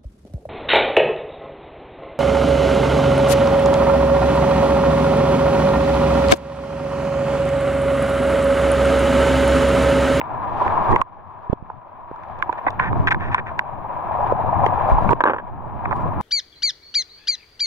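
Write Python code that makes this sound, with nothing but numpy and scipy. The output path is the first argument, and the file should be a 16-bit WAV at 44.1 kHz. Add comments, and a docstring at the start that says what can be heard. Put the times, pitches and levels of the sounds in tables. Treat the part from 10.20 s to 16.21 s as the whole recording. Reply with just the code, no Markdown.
"""Small waves around a waterproof camera

Surf, foam and bubbles wash over sand and rocks, heard through a camera case held just above the water.
The case rings near 1 kHz. Drops and spray strike it, fingers scrape and slip on it, and air and water
push on its two microphone openings, the ports. The camera turns itself down at each hard blow and
creeps back up, taking a faint electronic whine with it."""
import sys
import numpy as np
from scipy import signal
from scipy.fft import rfft, irfft, next_fast_len
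from scipy.io import wavfile
from scipy.ndimage import uniform_filter1d, minimum_filter1d, map_coordinates

SR = 44100
rng = np.random.default_rng(int(sys.argv[2]) if len(sys.argv) > 2 else 0)


def unload_wav(signal):
    """Save mono or channel-first audio to the path in sys.argv[1] as 16-bit WAV at rate SR, clipped to [-1, 1]."""
    wavfile.write(
        sys.argv[1],
        SR,
        np.round(np.clip(np.atleast_2d(signal).T, -1, 1) * 32767).astype(np.int16),
    )


N = 265129

# How far the left port runs ahead of the right. Each row: frequency in Hz, lead in radians.
LEFT_LEAD = [(45, 4), (150, 2.5), (400, -0.08), (650, 1.49), (1000, -1.5), (1500, 1.68), (2300, -1.5),
             (4000, -1)]
SPLIT = np.array([[.5], [-.5]])  # shares a left-right difference between the two sides


def amp(db):
    """Turn decibels into a multiplier."""
    return 10 ** (np.asarray(db) / 20)


def unit(x):
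    """Scale a signal to an average (rms) level of 1."""
    return x / np.sqrt(np.mean(x ** 2) + 1e-20)


def along(points, hz):
    """Read between (Hz, value) points, with octaves evenly spaced."""
    freqs, values = np.transpose(points)
    return np.interp(np.log(hz + 1), np.log(freqs + 1), values)


def wobble(rate):
    """A smooth curve through `rate` random values a second."""
    return map_coordinates(rng.standard_normal(int(N * rate / SR) + 4), [np.arange(N) * rate / SR])


def swell(s, rise, fall):
    """A bell curve that climbs to 1 at time s and sinks again."""
    t = np.arange(N) / SR - s
    return np.exp(-(t / np.where(t < 0, rise, fall)) ** 2 / 2)


def arch(n, skew):
    """A hump n samples long; a skew below 1 makes it peak early."""
    return np.sqrt(np.sin(np.pi * (np.arange(n) / n) ** skew))


def grains(n, rate, spread_db):
    """Two streams of tiny, uneven clicks at random times, about `rate` a second."""
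    chance, size = rng.random((2, n)), rng.standard_normal((2, n))
    sign = np.sign(rng.standard_normal((2, n)))
    return (chance < rate / SR) * sign * amp(spread_db * np.clip(size, -2.5, 2.5))


def lowpass(x, hz):
    """Soften everything above hz."""
    return signal.sosfilt(signal.butter(2, hz, fs=SR, output="sos"), x)


def filtered(x, response):
    """Scale and shift each frequency by response(hz)."""
    size = next_fast_len(N + 8192)
    return irfft(rfft(x, size) * response(np.fft.rfftfreq(size, 1 / SR)), size)[..., :N]


def tinted(force, spectrum, tilt_db):
    """Send a force through a body that barely rings; tilt_db per octave brightens it."""
    hz = np.fft.rfftfreq(2048, 1 / SR)
    db = along(spectrum, hz) + tilt_db * np.log2(np.maximum(hz, 100) / 1000)
    # build the quickest response with this spectrum (minimum phase)
    cepstrum = irfft(np.log(amp(db)))
    causal = 1 + np.sign(np.fft.fftfreq(len(cepstrum)))
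    response = irfft(np.exp(rfft(cepstrum * causal)))
    return signal.fftconvolve(force, response[None], axes=1)


def add(track, s, sound):
    """Mix a stereo sound into the track at s seconds."""
    part = track[:, max(0, round(s * SR)):][:, :sound.shape[1]]
    part += sound[:, :part.shape[1]]


def at_ports(pair, spectrum):
    """Colour and blend two unrelated signals into what the ports pick up, at level 1."""
    # How alike the ports sound. Each row: frequency in Hz, likeness from 0 to 1.
    likeness = [(100, 0.43), (280, 0.14), (500, 1), (850, 0.97), (1200, 1), (1800, 1), (2600, 0.12),
                (4000, 0.55), (10000, 0.33)]
    # Which port is louder. Each row: frequency in Hz, left minus right in dB.
    balance = [(200, 0), (400, -8.5), (750, 3.5), (1000, 4), (1250, 6), (1700, 0), (2150, 2), (2900, -3.5),
               (3600, 4), (6000, -2)]
    angle = lambda hz: np.arccos(np.clip(along(likeness, hz), 0, 1)) / 2
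    colour = lambda hz: amp(along(spectrum, hz)) * [np.cos(angle(hz)), np.sin(angle(hz))]
    place = lambda hz: amp(SPLIT * along(balance, hz)) * np.exp(1j * SPLIT * along(LEFT_LEAD, hz))
    mid, side = filtered(pair, colour)
    return unit(filtered(np.array([mid + side, mid - side]), place))


def bubbles(count, pitch_hz, spread, cycles, rise):
    """Bubbles pinch off in the water: each rings briefly while its pitch rises."""
    t = np.arange(SR // 30) / SR
    start = rng.integers(0, N, (count, 1))
    tone, size = rng.standard_normal((count, 2)).T[:, :, None]
    hz = pitch_hz * np.exp(spread * tone)
    age = t * hz / cycles
    rings = amp(3.8 * size - 60 * age) * np.sin(2 * np.pi * hz * t * (1 + rise * age / 2))
    return np.bincount((start + np.arange(len(t))).ravel(), rings.ravel())[:N]


def wash(calm_surf_db=-57.5, calm_foam_db=-73, calm_bubbles_db=-59, fizz_db=-24, fizz_grows=2.3):
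    """Each wave lifts the rushing surf, crackling foam and bubbling; thick foam fizzes brighter."""
    # Waves running up the shore. Each row: crest time in seconds, surf, foam and bubble levels in dB,
    # rise and fall widths in seconds.
    waves = [(0.472, -58.5, -80.5, -60, 0.29, 0.35), (0.952, -53, -69, -61.5, 1, 0.8),
             (2.05, -61.5, -70.5, -62.5, 0.18, 0.47), (4.2, -62, -76.5, -54.5, 0.58, 0.67),
             (5.8, -56.5, -75.5, -57.5, 0.085, 0.077)]
    # The tone of surf, foam, the finest foam and bubbles. Each row: frequency in Hz, relative dB.
    surf_tone = [(150, -31.5), (300, -11.5), (500, -17.5), (650, -3), (780, -10.5), (900, -3.5), (990, 5),
                 (1120, -5), (1350, -14), (1700, -41.5), (3000, -76), (8000, -110)]
    foam_tone = [(900, -48.5), (1300, 0), (1620, 4), (2000, -8.5), (2350, -5), (2900, -17.5), (3500, -23),
                 (4200, -32.5), (5500, -59.5), (10000, -79.5), (15000, -93.5)]
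    fizz_tone = [(1500, -24), (3200, 6), (4500, -5), (6500, -14.5), (9000, -27), (15000, -43)]
    bubble_tone = [(200, -20.5), (600, -4.0), (1000, 2.0), (1500, -18.5), (3500, -22.0), (6000, -34.5)]
    power = amp([[calm_surf_db], [calm_foam_db], [calm_bubbles_db]]) ** 2
    for s, surf_db, foam_db, bubble_db, rise, fall in waves:
        power = power + (amp([[surf_db], [foam_db], [bubble_db]]) * swell(s, rise, fall)) ** 2
    surge_db = .7 * wobble(14) + .8 * wobble(55)
    surf_level, foam_level, bubble_level = np.sqrt(power) * amp(surge_db)
    surf = surf_level * at_ports(rng.standard_normal((2, N)), surf_tone)
    foam = foam_level * amp(wobble(45)) * at_ports(unit(grains(N, rate=7100, spread_db=6)), foam_tone)
    fizz_level = foam_level * unit(foam_level) ** (fizz_grows - 1) * amp(fizz_db + 1.3 * wobble(25))
    fizz = fizz_level * at_ports(unit(grains(N, rate=3800, spread_db=7)), fizz_tone)
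    slosh = [bubbles(count=2600, pitch_hz=758.2, spread=0.185, cycles=35.3, rise=0.36) for _ in range(2)]
    return surf + foam + fizz + bubble_level * at_ports(np.array(slosh), bubble_tone)


def buffeting(calm_db=-61, drift_db=3.5):
    """Swirls of air and water push on the ports in uneven, rumbling lumps."""
    # Passing swirls. Each row: middle in seconds, left and right levels in dB, half length in seconds.
    eddies = [(0.236, -60.5, -55.5, 0.15), (0.731, -48, -47.5, 0.022), (1.044, -53.5, -63.5, 0.13),
              (1.474, -48.5, -54.5, 0.091), (2.801, -49, -45.5, 0.14), (3.052, -52, -52.5, 0.2),
              (4.35, -52, -69, 0.2), (4.897, -46, -53.5, 0.033), (5.311, -54.5, -56, 0.3),
              (5.827, -52.5, -49.5, 0.16)]
    # The tone of the rumble. Each row: frequency in Hz, relative level in dB.
    rumble_tone = [(15, 6), (36, -10), (58, 0), (105, 6.5), (170, -2), (260, -6.5), (450, -16.5),
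                   (1000, -44.5), (3000, -87.5)]
    calm = amp(calm_db + drift_db * np.array([wobble(5.54), wobble(5.3)]))
    power = 0
    for s, left_db, right_db, width in eddies:
        power = power + (amp([[left_db], [right_db]]) * swell(s, width, width)) ** 2
    lumps = amp(1.8 * wobble(24) + 1.5 * np.array([wobble(30), wobble(30)]))
    rumble = at_ports(rng.standard_normal((2, N)), rumble_tone)
    return np.hypot(calm, np.sqrt(power)) * unit(lumps * rumble)


def case_ring(crack_db=-1, crack_hz=4400, crack_life_s=0.0007, left_lag_s=0.00015):
    """One blow makes a dry crack and a ring; every spot on the case rings a little differently."""
    # The case's own notes. Each row: pitch in Hz, level in dB, seconds to fade by 60 dB.
    notes = [(403, -3, 0.008), (553, 3.5, 0.005), (844, 3, 0.0061), (1013, 5, 0.018), (1200, 2.5, .006),
             (1428, 9, 0.0045), (1772, 10, 0.0046), (1930, 7.5, 0.0054), (2260, 5.5, 0.0038),
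             (2580, 1.5, 0.004), (3550, -5, 0.011), (5960, -23, 0.003)]
    t = np.arange(SR // 20) / SR
    crack_detune = rng.normal(0, .1, (2, 1))
    ring = amp(crack_db - 60 * t / crack_life_s) * np.sin(2 * np.pi * crack_hz * (1 + crack_detune) * t)
    t = np.maximum(t - [[left_lag_s], [0]], 0)  # the notes reach the right port first
    for k, (hz, db, life) in enumerate(notes):
        spot_db = rng.normal(0, 2, (2, 1))
        detune = rng.normal(0, .035) + rng.normal(0, .015, (2, 1))
        note = amp(db + spot_db - 60 * t / life) * np.sin(2 * np.pi * hz * (1 + detune) * t)
        ring = ring - (-1) ** k * note  # neighbouring notes swing in opposite directions
    return ring


def strike(force, depth_db, bright_db, tick_db, edge_hz):
    """Ring the case, at peak 1: a mass of water favours the low band, a small hard drop the high ones."""
    # The case's depth, main, bright and tick bands. 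Each row: lower and upper edge in Hz.
    bands = [(280, 680), (720, 1300), (1350, 2600), (2800, 14000)]
    # Where each band sits: left minus right in dB.
    band_pans = [-11, -4, -3.5, -1.5]
    knock = signal.fftconvolve(force, case_ring(), axes=1)
    knock = lowpass(knock, min(edge_hz, SR / 3))
    sound = 0
    for band, db, pan_db in zip(bands, [depth_db, 0, bright_db, tick_db], band_pans):
        part = signal.sosfilt(signal.butter(3, band, "bandpass", fs=SR, output="sos"), knock)
        sound = sound + unit(part) * amp(db + pan_db * SPLIT)
    return sound / np.abs(sound).max()


def drops(flatten_s=0.0087, smear_db=-18, edge_hz=11000):
    """A drop strikes the case, then flattens against it for a few milliseconds."""
    # Hard drops. Each row: start in seconds, peak in dB, then the depth, bright and tick bands
    # in dB against the main ring.
    hits = [(0.0131, -32, -19, -1, -33), (.479, -39.5, -6, 17, -12), (0.7607, -27.5, -17, -10.5, -33.5),
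            (0.815, -8.5, -23, -14, -37.5), (1.331, -19, 2, -19, -15), (1.5, -25, -15, -25, -46),
            (1.961, -40, -31, -16, -29), (2.035, -47.5, -25, 5, -9), (2.19, -44.5, -21, -22, -20),
            (2.224, -22.5, -32, 1, -23), (2.3268, -33, -7.5, -6, -24), (2.505, -55.5, -20, -5.5, 6),
            (2.5972, -28, -13.5, -4, -37.5), (2.728, -32.5, -10, -16.5, -41), (2.945, -29.5, -21, -1, -27),
            (3.1449, -21, -31, -5.5, -28.5), (3.3915, -22.5, -27, 2.5, -18.5),
            (4.463, -34.5, -2, -6.5, -20.5), (4.891, -39.5, -13, -8, -35), (4.9307, -24, -0.5, -11, -36),
            (5.0069, -25.5, -12.5, -8.5, -21.5), (5.0382, -17.5, -13, -11, -30.5),
            (5.71, -33, -17, -12, -34)]
    track, t = np.zeros((2, N)), np.arange(SR // 80) / SR
    for s, db, depth_db, bright_db, tick_db in hits:
        smear = lowpass(rng.standard_normal(len(t)), 2600)
        force = (t == 0) + amp(smear_db - 60 * t / flatten_s) * smear
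        add(track, s, amp(db) * strike(force[None], depth_db, bright_db, tick_db, edge_hz))
    return track


def foam_patches(rate=5000, spread_db=6, clump_db=3.5):
    """Patches of foam brush the case and burst in clumps."""
    # Each row is a patch: middle in seconds, level in dB, half length in seconds, tilt in dB per octave.
    patches = [(.4, -73, 0.054, -3.5), (0.482, -81, .02, 1), (0.615, -83, .06, -1), (0.723, -79.5, 0.02, 4),
               (2.796, -88, 0.046, 3), (4.463, -83.5, 0.015, 4), (4.718, -85, 0.02, 4),
               (4.802, -89, .12, 2), (4.918, -75, 0.013, 4.5), (5.781, -85.5, .04, 5.5)]
    # The tone of the bursting. Each row: frequency in Hz, relative level in dB.
    patch_tone = [(900, -20), (1600, 0.5), (2300, 3.5), (3300, -1.5), (4500, -10), (6500, -17),
                  (10000, -26), (15000, -33)]
    track = np.zeros((2, N))
    for s, db, width, tilt_db in patches:
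        n = int(6 * width * SR)
        shape = signal.windows.gaussian(n, width * SR) * amp(clump_db * wobble(70)[:n])
        fizz = tinted(grains(n, rate, spread_db) * shape, patch_tone, tilt_db)
        bell_energy = 2 * np.sqrt(np.pi) * width * SR
        add(track, s - n / SR / 2, amp(db) * fizz * np.sqrt(bell_energy / np.sum(fizz ** 2)))
    return track


def spray(rate=2200, edge_hz=15000, octaves_per_db=0.61):
    """Short showers of soft droplets swell quickly and thin out; harder ones sound brighter."""
    # Splats on the case. Each row: start in seconds, peak in dB, length in seconds, then the depth,
    # bright and tick bands in dB against the main ring.
    splats = [(0.407, -35, .028, -16.5, -19, -36), (0.461, -37, .012, -17.5, -17, -35),
              (0.683, -38.5, 0.026, -10, -23, -30), (0.721, -33, .036, -5.5, -6, -33.5),
              (2.29, -26.5, 0.008, -14, -9, -32), (2.464, -25, 0.01, -8, 3, -32),
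              (2.475, -30, 0.013, -21, -2, -25), (4.78, -35, 0.0081, -21.5, -24, -46),
              (4.904, -30.5, 0.03, -12.5, -16, -32), (5.652, -32, 0.0075, -24.5, -4.5, -24),
              (5.715, -33, .02, -11.5, -9, -28)]
    track = np.zeros((2, N))
    for s, db, length, depth_db, bright_db, tick_db in splats:
        n = int(length * SR)
        hits = rng.standard_normal((3, n)) * (rng.random((3, n)) < rate / SR) * arch(n, skew=0.61)
        force = hits[0] + hits[1:] / 3  # shared hits, plus weaker ones for each port
        cutoff_hz = edge_hz * 2 ** (octaves_per_db * tick_db)
        add(track, s, amp(db) * strike(force, depth_db, bright_db, tick_db, cutoff_hz))
    return track


def plops(attack_s=0.00052, snap_db=-29):
    """Water slaps a port: a dull push of a few cycles, with a faint snap as it lands."""
    # Each row is a slap: start in seconds, left and right peaks in dB, pitch in Hz, fade in seconds.
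    slaps = [(0.703, -47, -42.5, 52, 0.072), (1.298, -37, -19.5, 72.6, 0.009),
             (1.329, -34, -9.5, 231, 0.011), (1.331, -22, -7, 350, 0.012), (1.425, -46.5, -27, 126, 0.013),
             (1.914, -34, -30.5, 483, 0.0041), (2.798, -34.5, -38, 95, 0.044),
             (4.1232, -32.5, -30, 538, 0.015), (4.719, -36.5, -37.5, 43.2, 0.26)]
    track, t = np.zeros((2, N)), np.arange(SR // 6) / SR
    for s, left_db, right_db, hz, life in slaps:
        lead = along(LEFT_LEAD, hz) * np.array([[1], [0]])
        onset = 1 - np.exp(-(t / attack_s) ** 2)
        push = onset * amp(-60 * t / life) * np.sin(2 * np.pi * hz * t + lead)
        push /= np.abs(push).max(axis=1, keepdims=True)
        # quick slaps snap harder than slow heaves
        snap = amp(snap_db - 60 * t / .004) * hz / 400 * lowpass(rng.standard_normal(len(t)), 2200)
        add(track, s, amp([[left_db], [right_db]]) * (push + snap))
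    return track


def mostly_shared(pair, apart_db=-12):
    """Both ports get the first signal; a little of the second sets them apart."""
    return pair[0] + amp(apart_db) * pair[1] * [[1], [-1]]


def finger_scrapes(catch_rate=1700, grit_db=-12):
    """Wet fingers slide on the case and damp it: tiny catches crackle over fine grit."""
    # Each row is a slide: start in seconds, level in dB, length in seconds, tilt in dB per octave.
    slides = [(2.377, -59, .022, -2), (2.591, -48.5, 0.018, -3), (2.606, -51, 0.093, -4),
              (2.872, -38, .022, .5), (2.907, -38, .024, 1.5), (2.998, -58, 0.11, -.5),
              (3.113, -57, 0.044, 1), (3.15, -51.5, .025, -2), (3.177, -43.5, 0.027, -4),
              (3.261, -55.5, 0.044, -2)]
    # The case under a sliding finger. Each row: frequency in Hz, relative level in dB.
    slide_tone = [(150, -34), (400, -17), (700, -12.5), (1000, 2), (1300, -4), (1560, 4), (1670, 0.5),
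                  (1780, 5), (2000, -4), (2400, -4.5), (3000, -20), (3600, -18), (4400, -36.5), (6000, -40),
                  (8000, -50.5), (14000, -61)]
    track = np.zeros((2, N))
    for s, db, length, tilt_db in slides:
        n = int(length * SR)
        pressure = arch(n, skew=0.51)
        friction = unit(grains(n, catch_rate, spread_db=2)) + amp(grit_db) * rng.standard_normal((2, n))
        rasp = tinted(mostly_shared(friction * pressure), slide_tone, tilt_db)
        add(track, s, amp(db) * rasp * np.sqrt(2 * n / np.sum(rasp ** 2)))
    return track


def finger_slips(chatter_db=-13, chatter_life_s=0.044):
    """The grip slips in jerks, each one a sharp tick that chatters out."""
    # Each row is a jerk: start in seconds, peak in dB, tilt in dB per octave.
    jerks = [(5.0058, -20.5, 2.5), (5.012, -31, 0), (5.038, -20.5, 1), (5.0552, -18.5, 0), (5.0631, -20, 0),
             (5.0745, -15.5, 0.5), (5.085, -18, -1.5), (5.0969, -20.5, -1), (5.1032, -22, 2),
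             (5.109, -26.5, -0.5), (5.118, -28.5, -1.5), (5.1344, -21, -.5), (5.145, -28, 0),
             (5.163, -32, -0.5), (5.184, -33.5, 3.5), (5.199, -34, 1)]
    # The case under a tight grip. Each row: frequency in Hz, relative level in dB.
    grip_tone = [(60, -32), (150, -17.5), (300, -5), (500, 2), (720, -4), (1000, 6), (1300, -5.5),
                 (1650, -2), (2050, -19.5), (2600, -22), (3650, -35.5), (4300, -58.5), (9000, -74.5)]
    track, t = np.zeros((2, N)), np.arange(SR // 40) / SR
    for s, db, tilt_db in jerks:
        chatter = amp(chatter_db - 60 * t / chatter_life_s) * rng.standard_normal((2, len(t))) / 2
        tick = tinted(mostly_shared((t == 0) + chatter), grip_tone, tilt_db)
        add(track, s, amp(db) * tick / np.abs(tick).max())
    return track


def grip_to_ports(touches, left_lag_s=.00015):
    """Finger sounds reach the two ports unevenly, and the left one a little late."""
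    # Which port hears the fingers more. Each row: frequency in Hz, left minus right in dB.
    balance = [(300, -10), (1000, -1), (1600, -1.5), (2300, 3.5), (3300, 4), (6000, -1.5)]
    delay = lambda hz: np.exp(-2j * np.pi * hz * SPLIT * left_lag_s)
    return filtered(touches, lambda hz: amp(SPLIT * along(balance, hz)) * delay(hz))


def scene():
    """Everything that reaches the two microphones."""
    shore = wash() + foam_patches() + buffeting() + drops() + spray() + plops()
    return shore + grip_to_ports(finger_scrapes() + finger_slips())


def gain_control(x, full_db=36, ceiling_db=-2.5, start_cut_db=15, release_db_per_s=17):
    """Peaks over the ceiling pull the volume down at once; then it creeps back up."""
    over_db = 20 * np.log10(np.abs(x).max(axis=0) + 1e-9) + full_db - ceiling_db
    recovery_db = release_db_per_s * np.arange(N) / SR
    held_db = np.maximum.accumulate(np.maximum(np.maximum(over_db, 0) + recovery_db, start_cut_db))
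    cut_db = held_db - recovery_db
    gain_db = uniform_filter1d(minimum_filter1d(full_db - cut_db, size=45), size=45)  # smooth over 1 ms
    return x * amp(gain_db)


def record(dry, whine_hz=14835, top_hz=16200):
    """The camera adds its circuit's faint whine, rides the volume and cuts the highest treble."""
    whine = amp([[-96], [-101]]) * np.sin(2 * np.pi * whine_hz * np.arange(N) / SR)
    return filtered(gain_control(dry + whine), lambda hz: hz < top_hz)


dry = scene()
out = record(dry)
unload_wav(out)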